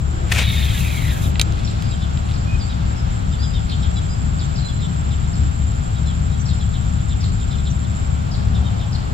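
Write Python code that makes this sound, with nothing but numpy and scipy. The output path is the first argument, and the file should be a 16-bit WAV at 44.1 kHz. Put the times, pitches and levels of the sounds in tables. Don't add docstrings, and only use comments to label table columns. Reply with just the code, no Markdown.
import sys
import numpy as np
from scipy import signal
from scipy.fft import rfft, irfft
from scipy.io import wavfile
from scipy.ndimage import uniform_filter1d

SR = 44100
rng = np.random.default_rng(int(sys.argv[2]) if len(sys.argv) > 2 else 0)


def wrap_up_sound(samples):
    columns = np.atleast_2d(samples).T
    tamed = np.clip(columns, -1, 1)
    steps = np.round(tamed * 32767).astype(np.int16)
    wavfile.write(sys.argv[1], SR, steps)


N = 402633
T = np.arange(N) / SR
TOP_HZ = 15850


def undb(db):
    return 10 ** (np.asarray(db) / 20)


def unit(x):
    return x / np.sqrt(np.mean(x ** 2) + 1e-18)


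def curve(rows):
    time_s, value = np.transpose(rows)
    return np.interp(T, time_s, value)


def over_bins(points):
    freq_hz, value = np.transpose(points)
    bin_hz = np.arange(N // 2 + 1) * SR / N
    return np.interp(np.log(bin_hz + 1), np.log(freq_hz + 1), value)


def colour(x, points):
    closed = [(points[0][0] / 2, -90), *points, (points[-1][0] * 2, -90)]
    gain = undb(over_bins(closed))
    return unit(irfft(rfft(x) * gain, N))


def noise(channels=1):
    return rng.standard_normal((channels, N))


def half_shared_noise():
    return noise() + noise(channels=2) / 2


def walk(rate_hz):
    hold = max(int(SR / rate_hz), 1)
    steps = np.repeat(rng.standard_normal(N // hold + 1), hold)[:N]
    return unit(uniform_filter1d(steps, hold))


def quaver(count, size):
    window = signal.windows.hann(size)
    return unit(signal.fftconvolve(rng.standard_normal(count), window, "same"))


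def hump(peak_s, rise_s, fall_s):
    return np.exp(-((T - peak_s) / np.where(T < peak_s, rise_s, fall_s)) ** 2)


def humps(rows):
    return sum(undb(db) * hump(peak_s, rise_s, fall_s) for peak_s, rise_s, fall_s, db in rows)


def add(out, start_s, x):
    i = max(int(start_s * SR), 0)
    out[..., i:i + x.shape[-1]] += x[..., :max(N - i, 0)]


def place(x, pan_db, lead_s=0):
    spec = rfft(x) * np.ones((2, 1))
    bin_hz = np.arange(N // 2 + 1) * SR / N
    spec[0] *= np.exp(2j * np.pi * bin_hz * lead_s)
    return irfft(spec, N) * undb(np.array([[pan_db], [-pan_db]]) / 2)


def scatter(x, t60, wet_db):
    t = T[:SR // 2]
    tail = rng.standard_normal((2, len(t))) * np.exp(-np.log(1000) * t / t60)
    tail /= np.sqrt(np.sum(tail ** 2, axis=1, keepdims=True))
    return undb(wet_db) * signal.fftconvolve(np.atleast_2d(x), tail, axes=1)[:, :N]


def surround(points):
    # freq_hz, correlation [-1..1], left_minus_right_db
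    ports = np.array([(60, .92, 4.3), (150, .8, 6), (300, -.45, 1), (680, -.78, -.5), (1400, -.68, 1.5),
                      (3100, .4, 0), (6800, -.15, -4)])
    mid, side = rfft(colour(noise(channels=2), points))
    likeness, balance_db = over_bins(ports[:, :2]), over_bins(ports[:, ::2])
    sign = np.array([[1], [-1]])
    side = side * np.sqrt((1 - likeness) / (1 + likeness))
    return irfft((mid + sign * side) * undb(sign * balance_db / 2), N)


def running(attack_s):
    release_s, stop_s, thumb_s = 0.3, 1.33, 0.1
    attack, fade = (T - release_s) / attack_s, (stop_s - T) / thumb_s
    return np.clip(np.minimum(attack, fade), 0, 1)


def cast():
    # time_s, turns_per_s
    spool = [(.3, 335), (.44, 372), (.63, 362), (.78, 272), (1.1, 190), (1.33, 110)]
    # freq_hz, gain_db
    reel_colour = [(1200, -36), (1700, -9.5), (2450, -1.5), (2900, -9.5), (3400, -4), (3850, -2),
                   (4200, -9), (5300, -22)]
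    # freq_hz, gain_db
    line_colour = [(3000, 1), (5000, -0.5), (6500, 7), (8500, 3), (9300, 2.5), (10200, 5.5), (11300, 2),
                   (12800, 5.5), (15800, -5)]
    # freq_hz, gain_db
    swing_colour = [(400, -7), (560, -5), (1200, -7.5), (2300, 3), (5200, -11), (7000, -11), (15000, -28)]
    # peak_s, rise_s, fall_s, relative_db
    swishes = [(.3235, 0.0062, 0.0054, -18), (.388, 0.013, 0.012, -29), (.4, 0.083, 0.041, -23.5)]
    rush_db, rush_power, line_db = -30, 1.54, -37.5
    spin_up_s, taut_s = 0.11, 0.023

    speed = curve(spool)
    turns = np.cumsum(speed * (1 + .016 * walk(110) + .005 * walk(22))) / SR

    whirr = 0
    for k in range(4, 22):
        whirr = whirr + walk(80) * np.sin(2 * np.pi * (k * turns + rng.random()))
    rush = colour(unit(whirr) / 2 + noise()[0], reel_colour)
    rush = rush * undb(rush_db) * (speed / speed.max()) ** rush_power
    rush = rush * undb(1.5 * walk(300))

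    whine_phase = 2 * np.pi * 10 * turns
    whine = unit(walk(370) * np.sin(whine_phase) + walk(370) * np.cos(whine_phase))
    frame_db = np.interp(10 * speed, *np.transpose(reel_colour))
    patchy_db = 1.1 * walk(45)
    reel = rush + whine * undb(-31.7 + patchy_db + frame_db)

    slap = (1 + 0.17 * np.sin(2 * np.pi * turns)) * undb(1.5 * walk(89.8))
    line = colour(noise(channels=2), line_colour) * slap
    line = line * undb(line_db + 2.3 * walk(10.7)) * running(taut_s)

    swish = colour(half_shared_noise(), swing_colour) * humps(swishes) * undb(1.8 * walk(260))
    return place(reel * running(spin_up_s), 0.98) + place(line, -4.0) + place(swish, 3.6)


def clutch():
    # start_s, level_db, top_pitch_hz, contact_s, crack_db (against the ring)
    clicks = [(1.356, -16, 3400, 0.0005, -30), (1.3958, -2, 4220, 0.00038, -4.5),
              (1.398, -9, 4140, 0.0006, -20), (1.413, -6, 5630, 0.00032, -14),
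              (1.4143, -2, 10000, 0.00021, -10.5), (1.523, -23, 8900, .0006, -14),
              (1.823, -20.5, 6200, 0.00035, -6.5), (2.174, -22.5, 4800, .0003, -14)]
    # freq_hz, level_db, t60_s
    reel_modes = [(1970, -18, 0.043), (2350, -15, 0.018), (2680, -7, 0.0095), (3250, -4.5, 0.01),
                  (3950, 1.5, 0.0093), (5040, 0, .0075), (6370, 0, 0.0082), (6900, -1, 0.0058),
                  (9000, -2, 0.0076)]
    crack_decay_s = 0.0013
    out, t = np.zeros(N), T[:SR // 20]
    hz, db, t60_s = np.transpose(reel_modes)[:, :, None]
    decay = np.exp(-np.log(1000) * t / t60_s)
    for start_s, level_db, top_hz, contact_s, crack_db in clicks:
        weight = undb(db) / np.sqrt(1 + (hz / top_hz) ** 20)
        chatter = np.array([.6 * quaver(len(t), size=60) for _ in hz])
        start = np.pi * np.arange(len(hz))[:, None] - chatter[:, :1] / 2
        modes = weight * np.sin(2 * np.pi * hz * t + start + chatter) * decay
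        ring = modes.sum(axis=0) / np.linalg.norm(weight)

        crack = undb(crack_db) * rng.standard_normal(len(t)) * np.exp(-t / crack_decay_s)
        lowpass = signal.butter(2, min(2.4 * top_hz, TOP_HZ), fs=SR, output="sos")
        crack = signal.sosfilt(lowpass, crack)
        onset = 1 - np.exp(-(t / contact_s) ** 2)
        add(out, start_s, undb(level_db) * (ring + crack) * onset)
    return place(out, -1.5, lead_s=.00002) + scatter(out, t60=.055, wet_db=-9)


def crank():
    # freq_hz, gain_db
    grit_colour = [(2000, 0), (3000, 3), (3800, 6), (5000, -6), (7000, -17), (10000, -13), (13000, -45)]
    # peak_s, rise_s, fall_s, level_db
    scrapes = [(1.59, 0.068, 0.31, -47), (2.29, 0.052, 0.074, -46.5), (3.7, 0.022, 0.033, -45),
               (7.23, .04, 0.059, -49)]
    winding_start_s, winding_db, ticks_per_s = 1, -56, 600
    size, chance = rng.standard_normal(N), rng.random(N)
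    grit = colour(size * (chance < ticks_per_s / SR), grit_colour)
    grit = grit * (undb(winding_db) * (T > winding_start_s) + humps(scrapes))
    return place(grit, -1.5) + scatter(grit, t60=.055, wet_db=-8)


def sleeves():
    # peak_s, rise_s, fall_s, relative_db
    movements = [(.28, 0.27, 0.076, -44), (1.4, 0.64, 0.49, -46)]
    # freq_hz, gain_db
    sleeve_colour = [(320, 3), (430, -6.5), (750, -11)]
    return colour(half_shared_noise(), sleeve_colour) * humps(movements) * undb(4.4 * walk(39.5))


def note(length_s, pitches_hz):
    u = np.linspace(0, 1, int(length_s * SR))
    hz = np.polyval(np.polyfit([0, .5, 1], pitches_hz, 2), u)
    return 2 * np.pi * np.cumsum(hz) / SR, np.abs(np.sin(np.pi * u)), hz


def chirping_birds():
    # start_s, length_s, relative_db
    chirps = [(1.085, 0.05, -37), (1.22, 0.063, -35), (1.912, 0.043, -37), (2.003, 0.06, -36.5),
              (2.6, .045, -43), (2.69, 0.053, -37.5), (3.315, 0.046, -38.5), (3.415, 0.054, -37.5),
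              (3.533, 0.066, -34), (3.692, 0.067, -34.5), (3.815, 0.065, -36), (3.957, 0.049, -35.5),
              (4.398, 0.053, -40), (4.671, 0.057, -38), (4.8, 0.075, -37), (5.103, 0.049, -39),
              (5.23, 0.052, -47), (5.94, 0.062, -42), (6.054, 0.077, -37.5), (6.31, 0.062, -46),
              (6.492, 0.054, -41), (6.59, 0.057, -39), (6.725, 0.058, -39.5), (6.98, 0.041, -44),
              (7.085, 0.066, -40), (7.39, 0.06, -41), (7.503, .065, -38), (7.57, 0.049, -44),
              (7.645, 0.062, -38), (7.835, 0.037, -45), (8.54, 0.05, -38), (8.64, 0.057, -37.5),
              (8.79, 0.064, -39.5)]
    out = np.zeros(N)
    k = np.arange(5, 17)[:, None]
    for start_s, length_s, db in chirps:
        pitches_hz = np.array([440, 448, 392]) * rng.uniform(.8, 1.3)
        pitches_hz = pitches_hz * (1 + .03 * rng.standard_normal(3))
        phase, swell, hz = note(length_s, pitches_hz)
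        phase = phase + rng.uniform(.035, .115) * quaver(len(hz), size=180)
        swell = swell * undb(3 * quaver(len(hz), size=240) - 1)

        throat_hz = np.linspace(rng.uniform(3650, 4050), rng.uniform(3150, 3350), len(hz))
        throat = np.exp(-((k * hz - throat_hz) / 430) ** 2)
        opening = np.linspace(1, 0, len(hz)) ** 3 * np.exp(-((k * hz - 5050) / 300) ** 2)
        partials = (throat + opening) * np.sin(k * phase + 2 * np.pi * rng.random(k.shape))
        add(out, start_s, undb(db) * swell * unit(partials.sum(axis=0)))
    return place(out, -1.2, lead_s=.000013) + scatter(out, t60=.35, wet_db=-7)


def scolding_birds():
    # start_s, relative_db, base_pitch_hz (of the first sweep)
    chips = [(1.641, -35.5, 5800), (2.33, -37, 5900), (3.687, -32.5, 5000), (4.385, -36, 4990),
             (4.55, -33, 5700), (5.33, -39, 5500), (6.451, -34.5, 5900), (7.204, -34, 5700),
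             (8.309, -34.5, 5870), (8.918, -34, 5780)]
    sweep_s, gap_s, second_pitch_ratio = .021, .026, .84
    out = np.zeros(N)
    for start_s, db, top_hz in chips:
        for delay_s, base_hz in ((0, top_hz), (gap_s, second_pitch_ratio * top_hz)):
            pitches_hz = base_hz * np.array([1, .88, .72]) * (1 + .025 * rng.standard_normal(3))
            phase, swell, _ = note(sweep_s, pitches_hz)
            rasp = 1.05 * quaver(len(phase), size=90)
            add(out, start_s + delay_s, undb(db) * swell * np.sin(phase + rasp))
    out *= undb(3.5 * walk(300) - 1)
    return place(out, -1.2, lead_s=.00007) + scatter(out, t60=.5, wet_db=1)


def whistling_birds():
    # start_s, length_s, start_hz, middle_hz, end_hz, relative_db
    whistles = [(1.799, 0.12, 5140, 4880, 4940, -42), (2.468, 0.098, 2445, 2490, 2476, -35),
                (2.589, .07, 5350, 4580, 4600, -34.5), (2.955, .07, 5350, 5200, 5300, -42),
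                (3.381, 0.094, 4460, 4930, 5000, -35.5), (4.086, 0.059, 4830, 4980, 4850, -37.5),
                (4.437, 0.024, 6300, 6150, 5600, -40), (4.618, 0.076, 4200, 4050, 4180, -34.5),
                (6.395, .032, 5750, 6170, 5650, -37), (7.697, 0.029, 5800, 6050, 5360, -38)]
    out, far = np.zeros((2, N))
    for start_s, length_s, *pitches_hz, db in whistles:
        phase, swell, _ = note(length_s, pitches_hz)
        flutter = .25 * quaver(len(phase), size=260)
        whistle = undb(db) * np.sqrt(swell) * np.sin(phase + flutter)
        add(out, start_s, whistle)
        if length_s > .04:
            add(far, start_s, whistle)
    out *= undb(1.9 * walk(200) - 1)
    return place(out, -3, lead_s=.00005) + scatter(far, t60=.95, wet_db=-3.5)


def insects():
    # first_chirp_s, end_s, spacing_s, relative_db
    bouts = [(.0, .27, .078, -43), (.55, 1.45, .078, -41.5), (1.645, 3.15, .243, -39),
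             (3.28, 3.7, .155, -39), (3.781, 8.13, .0786, -37)]
    stroke_hz, low_hz, rise_hz = 112, 7265, 160
    buzz_s, buzz_share = 0.079, 0.75
    out = np.zeros(N)
    for first_s, end_s, spacing_s, db in bouts:
        length_s = min(buzz_s, buzz_share * spacing_s)
        t = T[:int(length_s * SR)]
        edges = signal.windows.tukey(len(t), .1)
        for start_s in np.arange(first_s, end_s, spacing_s):
            rate_hz = stroke_hz * (1 + 0.06 * rng.standard_normal())
            strokes = np.sin(np.pi * rate_hz * t) ** 2
            hz = low_hz + rise_hz * t / length_s + 20 * rng.standard_normal()
            tone = np.sin(2 * np.pi * np.cumsum(hz) / SR)
            add(out, start_s, undb(db + rng.standard_normal()) * strokes * edges * tone)
    near = out * undb(2.0 + 0.21 * walk(130))

    chorus_colour = [(6600, -16), (7250, 5), (7650, -0.5), (7800, -2.0), (8100, -35)]  # freq_hz, gain_db
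    chorus = colour(noise(channels=2), chorus_colour) * undb(-48.0 + 2 * walk(100))
    near_tail = scatter(near, t60=.1, wet_db=-10)
    return place(near, -6, lead_s=.000037) + near_tail + place(chorus, -4)


def gust_db():
    # peak_s, half_length_s, lift_db
    gusts = [(.38, 0.34, 1.3), (1.27, 0.043, 2.9), (2.55, 0.0095, 4.2), (2.87, 0.05, 1.7),
             (4.25, 0.066, 1.9), (5.42, 0.049, 3.6), (7.28, 0.14, 1.7), (8.55, 0.11, 2.2)]
    return sum(db * hump(peak_s, half_s, half_s) for peak_s, half_s, db in gusts)


def wind():
    # freq_hz, gain_db
    wind_colour = [(14, -14), (36, -2.5), (65, 0.5), (150, -3), (200, -11.5), (250, -17.5), (320, -33),
                   (480, -47.5)]
    # time_s, relative_db
    air_level = [(0, -46.5), (.5, -43), (2, -44.5), (7.9, -46), (8.6, -44.5), (9.1, -46)]
    # freq_hz, gain_db
    air_colour = [(300, 0), (480, -8), (760, -4), (980, -9), (1330, -7), (1900, -12.5), (3300, -11.5),
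                  (6500, -23)]
    breeze_db, shelter_share, shelter_s = -21, 0.45, 0.51

    rumble = place(surround(wind_colour), 0, lead_s=0.00026) * undb(breeze_db + gust_db())
    highpass = signal.butter(2, 110, "highpass", fs=SR, output="sos")
    upper = signal.sosfiltfilt(highpass, rumble)
    rumble = rumble - shelter_share * hump(0, shelter_s, shelter_s) * upper

    air = surround(air_colour) * undb(curve(air_level) + 4.5 + walk(7.8) / 2)
    hiss = colour(noise(channels=2), [(5000, 1.0), (8500, 2.5), (12500, -1.0), (14000, -15)])
    return rumble + air + place(hiss * undb(-60.0), -4.5)


def grass():
    # peak_s, rise_s, fall_s, relative_db
    rustle = [(8.75, 0.68, 0.93, -44)]
    # freq_hz, gain_db
    rustle_colour = [(400, -10), (750, -1), (1300, -10.5), (2200, -28)]
    return colour(half_shared_noise(), rustle_colour) * humps(rustle) * undb(1.5 * walk(20))


def drone():
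    # freq_hz, relative_db
    partials = [(70.2, -21.5), (105.6, -26), (143, -42.5), (179.8, -39.5), (300, -49), (420, -53.5)]
    tones = 0
    for hz, db in partials:
        tones = tones + undb(db + 2.22 * walk(4)) * np.sin(2 * np.pi * hz * T + 0.17 * walk(1.9))
    return place(tones, 4.4, lead_s=0.00027) * undb(3.04 * gust_db() - 1.23)


def scene():
    angler = cast() + clutch() + crank() + sleeves()
    birds = chirping_birds() + scolding_birds() + whistling_birds()
    return angler + birds + insects() + wind() + grass() + drone()


def record(dry):
    lowpass = signal.ellip(10, .2, 80, TOP_HZ, fs=SR, output="sos")
    return signal.sosfilt(lowpass, np.clip(dry, -1, 1))


dry = scene()
out = record(dry)
wrap_up_sound(out)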